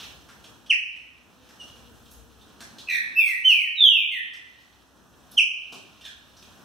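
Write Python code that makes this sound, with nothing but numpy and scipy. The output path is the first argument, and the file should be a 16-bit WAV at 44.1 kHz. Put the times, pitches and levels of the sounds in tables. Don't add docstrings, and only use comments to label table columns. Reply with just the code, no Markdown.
import sys
import numpy as np
from scipy import signal
from scipy.fft import rfft, irfft, next_fast_len
from scipy.io import wavfile
from scipy.ndimage import uniform_filter1d

SR = 44100
rng = np.random.default_rng(int(sys.argv[2]) if len(sys.argv) > 2 else 0)


def persist_wave(psi):
    counts = np.round(np.clip(psi, -1, 1) * 32767).astype(np.int16)
    wavfile.write(sys.argv[1], SR, np.atleast_2d(counts).T)


def boost_factor(decibels):
    exponent = np.asarray(decibels, float) / 20
    return 10 ** exponent


N = 292824


def at_hz(points, hz):
    points = np.array(points)
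    return np.interp(np.log(np.maximum(hz, 1)), np.log(points[:, 0]), points[:, 1])


def in_time(rows):
    s, *columns = np.transpose(rows)
    return [np.interp(np.arange(N) / SR, s, column) for column in columns]


def shaped(x, gain):
    size = next_fast_len(x.shape[-1] + SR)
    hz = np.arange(size // 2 + 1) * SR / size
    return irfft(rfft(x, size) * gain(hz), size)[..., :x.shape[-1]]


def noise(spectrum):
    x = shaped(rng.standard_normal(N), lambda hz: boost_factor(at_hz(spectrum, hz)))
    return x / np.std(x)


def drift(rate_hz):
    low_pass = signal.butter(2, rate_hz, fs=SR, output="sos")
    x = signal.sosfilt(low_pass, rng.standard_normal(N + SR))[SR:]
    return x / np.std(x)


def ring(x, hz, width_hz):
    r = np.exp(-np.pi * width_hz / SR)
    poles = [1, -2 * r * np.cos(2 * np.pi * hz / SR), r * r]
    return signal.lfilter([(1 - r * r) / 2, 0, (r * r - 1) / 2], poles, x)


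# time_s, pitch_hz, level_db
MOTOR_PASS = [(1.3, 250, -72), (1.42, 254.4, -59), (1.6, 244.7, -75), (1.8, 240, -58), (2.05, 238, -63),
              (2.3, 228.6, -62.5), (2.5, 211.7, -61.5), (2.62, 220, -104)]


def motor():
    hz, level_db = in_time(MOTOR_PASS)
    phase = 2 * np.pi * np.cumsum(hz * (1 + .03 * drift(36))) / SR
    return boost_factor(level_db + 1.9 * drift(9)) * (np.sin(phase) + boost_factor(-2.0) * np.sin(2 * phase))


# time_s, level_db
STREET_LEVEL = [(0, -52.5), (.24, -59), (.57, -56.5), (.91, -67), (1.13, -64.5), (1.66, -56.5),
                (2.31, -61.5), (2.8, -55.5), (3.35, -61), (3.75, -66), (4.07, -61.5), (4.27, -65.5),
                (4.9, -62.5), (5.36, -58), (5.47, -64), (5.7, -60), (6.21, -63), (6.64, -55.5)]
# pitch_hz, density_db (per Hz)
AIR_COLOUR = [(50, -30), (100, -6.5), (250, -2), (450, -9.5), (1200, -11), (1800, -12.5), (2300, -35),
              (3200, -35.5), (6000, -21.5), (9000, -27.5), (15500, -31)]
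# pitch_hz, density_db (per Hz)
HUM_COLOUR = [(20, -22), (33, -17), (45, -14), (60, 6.5), (76, -1), (110, -3.5), (150, -15), (200, -32)]
# peak_s, swell_db, half_length_s
HEAVY_VEHICLES = [
    (.24, 5.5, 0.32),
    (.9, 8, 0.14),
    (2.1, 10.5, .4),
    (5.25, 2.5, 0.13),
    (6.3, 4.5, 0.25),
]
HUM_DB, HUM_FOLLOWS = -71, 0.52


def street():
    level_db, = in_time(STREET_LEVEL)
    t = np.arange(N) / SR
    swell_db = sum(db * np.exp(-((t - s) / half_s) ** 2) for s, db, half_s in HEAVY_VEHICLES)
    hum_db = HUM_DB + HUM_FOLLOWS * (level_db - level_db.mean()) + swell_db
    gusts = boost_factor(.7 * drift(5))
    hum = boost_factor(hum_db + 5.0) * noise(HUM_COLOUR)
    air = boost_factor(level_db + 3.0) * gusts * noise(AIR_COLOUR)
    return hum + air + motor()


# pitch_hz, density_db (per Hz)
FEATHER_COLOUR = [(200, -38), (600, -10), (1800, -4.5), (3100, 3.5), (4200, -1.5), (6200, -6.5),
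                  (8000, -15.5), (15500, -18)]
# peak_s, peak_db, dying_db_per_s
RUSTLE_BOUTS = [
    (0, -39.5, 86.5),
    (.3, -61, 9),
    (1.499, -58.5, 11),
    (2.5, -61, 4),
    (4.6, -60.5, 32),
    (5.4, -59.5, 4),
    (5.9, -66.5, 10),
    (6.5, -62, 15),
]
BOUT_RISE_DB_S, STILL_DB = 47.5, -70.5


def rustle():
    t = np.arange(N) / SR
    power = boost_factor(STILL_DB) ** 2
    for s, peak_db, dying in RUSTLE_BOUTS:
        fall_db = np.where(t < s, BOUT_RISE_DB_S * (s - t), dying * (t - s))
        power = power + boost_factor(peak_db - fall_db) ** 2
    return np.sqrt(power) * boost_factor(1.2 * drift(12)) * noise(FEATHER_COLOUR)


# ratio (of ringing pitch), level_db, width_hz
PERCH_MODES = [
    (0.99, 7.5, 950),
    (1.1, 3, 330),
    (0.26, -18, 520),
]
LOOSE_PERCH_HOPS = (6.2, -6), [(0.4416, -45.5, 2870, -20), (0.6624, -48.5, 3050, -13),
                    (1.4894, -48, 1510, -9), (1.6789, -50, 2980, -13), (1.7607, -52, 2800, -5),
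                    (2.056, -53.5, 3070, 1), (3.2725, -31, 2480, -28.5), (3.502, -26, 2930, -30.5),
                    (6.3674, -51.5, 5050, -11), (6.4251, -48.5, 3100, -3)]
FIRM_PERCH_HOPS = (13, -31), [(0.289, -50.5, 1640, -13.5), (2.4121, -60.5, 3370, 5.5),
                   (2.7846, -45.5, 3580, -16), (6.0107, -53, 2820, 6), (6.0508, -44.5, 2950, -36)]
TRAY_HOPS = (0, -21.5), [(0.9597, -50.5, 2547, 6.5), (1.6066, -45.5, 2900, -37), (2.606, -33, 1570, -4),
             (4.3351, -40.5, 1950, -24), (4.874, -62, 1730, 1), (5.7239, -36.5, 2710, 7.5)]
BAR_HOPS = (2.7, 13), [(2.1136, -46, 6630, 1), (5.3165, -45, 4200, 2.5)]


def hops():
    out, t = np.zeros(N), np.arange(2600) / SR
    spots = (LOOSE_PERCH_HOPS, FIRM_PERCH_HOPS, TRAY_HOPS, BAR_HOPS)
    landings = sorted(row + spot for spot, rows in spots for row in rows)
    scratches = rng.standard_normal((len(landings), len(t))) * np.exp(-t / 0.017)
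    for (s, peak_db, hz, thud_db, ring_db, rattle_db), scratch in zip(landings, scratches):
        wood = sum(boost_factor(ring_db + db) * ring(scratch, ratio * hz, width) for ratio, db, width in PERCH_MODES)
        claws = boost_factor(3) * ring(ring(scratch, 3500, 6000), 3500, 6000)
        boom = boost_factor(2.5) * ring(scratch, 260, 120) + boost_factor(-8.5) * ring(scratch, 450, 920)
        thud = boost_factor(thud_db + 10.0) * boom
        tick = scratch * np.exp(-t / .004)
        rattle = boost_factor(rattle_db + 3) * ring(ring(tick, 10500, 8000), 10500, 8000)
        at = round(s * SR)
        out[at:at + len(t)] += boost_factor(peak_db - 6.5) * (wood + claws + thud + rattle)
    return out


ONSET_DB, END_DB = -28.5, -23
ONSET_FALL = .55
SOFT_IS_PURE = 0.25


def glides(rows, attack_s, release_s, timbre):
    notes = []
    for s, hold_s, start_hz, fall, level_db in rows:
        times = s + np.cumsum([0, attack_s, hold_s, release_s])
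        pitches = start_hz - fall * np.cumsum([0, ONSET_FALL * attack_s, hold_s, release_s])
        overtone_db, top_db = timbre(pitches.mean())
        notes.append([(at, hz, level_db + db, overtone_db + SOFT_IS_PURE * db, top_db)
                      for at, hz, db in zip(times, pitches, [ONSET_DB, 0, 0, END_DB])])
    return notes


# pitch_hz, level_db
BEAK_COLOUR = [(3000, -2), (5500, -8), (6500, 1.5), (7300, -11.5), (8800, 2.5), (10800, -15.5),
               (13000, -0.5), (14800, -9), (16000, -44.5)]


def syrinx(notes, throb, wobble, rasp):
    out = np.zeros(N)
    for rows in notes:
        s, pitch, *levels = np.transpose(rows)
        at = np.arange(round(s[0] * SR), round(s[-1] * SR))
        level_db, overtone_db, top_db = (np.interp(at / SR, s, db) for db in levels)
        hz = np.exp(np.interp(at / SR, s, np.log(pitch))) * (1 + wobble[at])
        phase = 2 * np.pi * np.cumsum(hz) / SR

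        def partial(k):
            return boost_factor(at_hz(BEAK_COLOUR, k * hz)) * (k * hz < 16e3) * np.sin(k * phase)

        top = boost_factor(top_db - 0.5) * sum(partial(k) for k in range(4, 8))
        upper = partial(2) + boost_factor(-10.0) * partial(3) + top
        tone = np.sin(phase) + boost_factor(overtone_db) * upper * (1 + rasp[at])
        out[at] += tone * boost_factor(level_db + 1.0) * throb[at] * signal.windows.tukey(len(at), .1)
    return out


# start_s, hold_s, start_hz, fall_hz_per_s, level_db
CALLS = [
    (.695, 0.011, 3229, 45800, -15.5),
    (5.369, 0.018, 3258, 29570, -14.5),
]
# start_s, hold_s, start_hz, fall_hz_per_s, level_db
SOFT_ANSWER = [(1.590, 0.019, 2997, 6500, -46.5)]
# time_s, pitch_hz, level_db
PHRASE_NOTES = [
    [(3.148, 2690, -48), (3.168, 2595, -25), (3.188, 2675, -15.5), (3.215, 2404, -19), (3.26, 2215, -25),
     (3.31, 2030, -23), (3.345, 1873, -31)],
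    [(3.432, 2770, -54), (3.452, 3065, -16), (3.472, 3073, -16), (3.495, 2954, -10), (3.53, 2530, -14.5),
     (3.565, 2397, -25), (3.62, 2172, -25.5), (3.645, 2000, -43.5), (3.69, 1782, -37)],
    [(3.745, 4160, -62), (3.78, 3793, -28.5), (3.82, 3558, -12), (3.87, 3137, -11.5), (3.92, 2893, -16),
     (3.98, 2581, -19.5), (4.03, 2368, -29), (4.07, 2200, -46.5)],
    [(4.105, 2063, -46.5), (4.125, 2158, -29), (4.16, 1955, -27.5), (4.2, 1717, -42.5)],
]
# overtone_db, top_overtone_db
NOTE_TIMBRE = [
    (-26, 2),
    (-29, -0.5),
    (-35.5, 2),
    (-26.5, -4),
]
# start_s, hold_s, start_hz, fall_hz_per_s, level_db
BUZZED_NOTES = [
    (2.866, 0.058, 2550, 3470, -30),
    (2.876, .075, 2000, 1289, -32.5),
    (3.18, .02, 3580, 4190, -43),
    (3.48, .03, 4350, 5040, -55),
    (6.022, .03, 1844, 3730, -56),
]
# mean_pitch_hz, overtone_db, top_overtone_db
BUZZ_COLOUR = [
    (1650, 5.5, -51),
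    (1939, -11, -10),
    (2400, -29.5, -10),
    (3400, -19.5, -26.5),
    (4060, -13.5, -29),
]
CALL_ATTACK_S, CALL_RELEASE_S = .011, .016
BUZZ_ATTACK_S, BUZZ_RELEASE_S = 0.024, 0.085
BUZZ_HZ, BUZZ_DEPTH = 84, .75


def song():
    throb = 1 + BUZZ_DEPTH * np.cos(2 * np.pi * BUZZ_HZ * (np.arange(N) / SR - 2.9005))
    steady, rasp = boost_factor(.6 * drift(60)), drift(350)
    whistles = glides(CALLS, CALL_ATTACK_S, CALL_RELEASE_S, lambda hz: (-19.5, -21))
    whistles += glides(SOFT_ANSWER, CALL_ATTACK_S, CALL_RELEASE_S, lambda hz: (-9.5, -25))
    whistles += [[row + timbre for row in note] for note, timbre in zip(PHRASE_NOTES, NOTE_TIMBRE)]
    pitch, overtone_db, top_db = np.transpose(BUZZ_COLOUR)
    buzzes = glides(BUZZED_NOTES, BUZZ_ATTACK_S, BUZZ_RELEASE_S,
                    lambda hz: (np.interp(hz, pitch, overtone_db), np.interp(hz, pitch, top_db)))
    clear = syrinx(whistles, steady, 0.0062 * drift(200), 0.37 * rasp)
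    return clear + syrinx(buzzes, throb, 0.034 * drift(160), 0.89 * rasp)


# pitch_hz, t60_s
ROOM_DECAY = [(200, 0.93), (1500, 1), (1900, 0.83), (2200, 0.78), (2700, 0.68), (3300, 0.73), (6000, 0.68),
              (12000, 0.39)]
# delay_s, level_db
REFLECTIONS = [
    (.0042, -8.5),
    (.0085, -10),
    (0.018, -10.5),
    (0.025, -18.5),
]
ROOM_DB, EARLY_DB, EARLY_T60_S = -3.5, -5, .22


def room(x):
    t = np.arange(SR) / SR
    edges = 60 * 2 ** (np.arange(25) / 3)
    white, tail = rng.standard_normal((2, SR)), 0
    early = boost_factor(EARLY_DB - 60 * t / EARLY_T60_S)
    for k, (low, high) in enumerate(zip(edges, edges[1:])):
        band_pass = signal.butter(2, [low, high], "band", fs=SR, output="sos")
        late = boost_factor(ROOM_DB - 60 * t / at_hz(ROOM_DECAY, np.sqrt(low * high)))
        tail = tail + signal.sosfilt(band_pass, white[k % 2]) * (late + early)
    response = boost_factor(-29.5) * tail * np.clip((t - .003) / 0.0077, 0, 1)
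    response[0] = 1
    for s, db in REFLECTIONS:
        response[round(s * SR)] += boost_factor(db)
    return signal.fftconvolve(x, response)[:N]


def scene():
    outside, feathers = street(), rustle()
    mono = room(boost_factor(5.5) * song() + hops()) + outside + feathers
    return np.tile(mono, (2, 1))


# pitch_hz, width_hz, depth (0-1)
NARROW_DIPS = [
    (2130, 150, .6),
    (4720, 170, .75),
    (6860, 150, .85),
    (10750, 170, .6),
]


def notched(hz):
    return np.prod([1 - depth * np.exp(-((hz - at) / width) ** 2) for at, width, depth in NARROW_DIPS], axis=0)


def gain_control(x, threshold_db=-32, share=0.34, release_db_s=22, attack_s=0.071):
    level_db = 10 * np.log10(uniform_filter1d(x ** 2, size=1024) + 1e-12)
    ramp = release_db_s * np.arange(N) / SR
    excess_db = share * np.maximum(level_db - threshold_db, 0)
    cut_db = np.maximum.accumulate(excess_db + ramp) - ramp
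    r = np.exp(-1 / (attack_s * SR))
    return x * boost_factor(-signal.lfilter([1 - r], [1, -r], cut_db))


def banded(x, size, count):
    hz, _, z = signal.stft(x, SR, nperseg=size, noverlap=size * 3 // 4)
    band = np.add.reduceat(np.abs(z) ** 2, np.arange(0, len(hz), count)) / count
    return hz[:, None], z, np.repeat(band, count, axis=0)[:len(hz)]


# pitch_hz, level_db
KEPT_BANDS = [(100, -71), (1500, -72.5), (2500, -33.5), (4000, -37.5), (6000, -63.5), (7200, -24.5),
              (9000, -91.5), (11000, -36), (13000, -54), (15500, -40)]
REBUILT_HZ, TOP_HZ = 6900, 15800


def thinned_bands(x):
    hz, z, band = banded(x, size=512, count=12)
    hiss = banded(rng.standard_normal(N), size=512, count=8)[1]
    rebuilt = hiss * np.sqrt(band / np.mean(np.abs(hiss) ** 2))
    z = np.where(hz > REBUILT_HZ, rebuilt, z)
    x = signal.istft(z, SR, noverlap=384)[1][:N]
    hz, z, band = banded(x, size=2048, count=8)
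    margin_db = 10 * np.log10(band / band.max(axis=0) + 1e-20) - at_hz(KEPT_BANDS, hz)
    keep = np.clip(.5 + margin_db / 3, .01, 1) * (hz < TOP_HZ)
    return signal.istft(z * keep, SR, noverlap=1536)[1][:N]


def scattered(hz):
    out = np.exp(-2j * np.pi * hz * 0.012)
    for lag_s, g in [(.0043, .5), (.0058, .45), (.0073, .4)]:
        z = np.exp(-2j * np.pi * hz * lag_s)
        out = out * (z - g) / (1 - g * z)
    return np.where(hz > 13e3, np.exp(-2j * np.pi * (hz - 13500) / 760), out)


# pitch_hz, correlation (-1 to 1)
STEREO_LIKENESS = [(60, 0.43), (400, .45), (700, 0.79), (1050, 1), (1420, 0.83), (1620, 0.15),
                   (1850, -0.54), (2170, 0.69), (2330, -0.014), (2750, 0.67), (3400, 0.74), (6500, 0.46),
                   (7200, 0.18), (12500, -0.024)]
# pitch_hz, level_db
STEREO_LEAN = [
    (60, 1.5),
    (500, 1),
    (2600, -2.5),
    (5000, -1.5),
    (8000, -0.5),
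]


def spread(mono):
    def side(hz, sign):
        alike = np.clip(at_hz(STEREO_LIKENESS, hz), -.98, .98)
        mix = np.sqrt((1 + alike) / 2) + sign * np.sqrt((1 - alike) / 2) * scattered(hz)
        return boost_factor(sign * at_hz(STEREO_LEAN, hz) / 2) * mix

    return np.array([shaped(mono, lambda hz: side(hz, sign)) for sign in (1, -1)])


def top_cut(x):
    return signal.sosfilt(signal.butter(12, 15800, fs=SR, output="sos"), x)


def record(dry):
    mono = gain_control(shaped(dry[0], notched))
    stereo = spread(thinned_bands(mono))
    return top_cut(stereo)


dry = scene()
out = record(dry)
persist_wave(out)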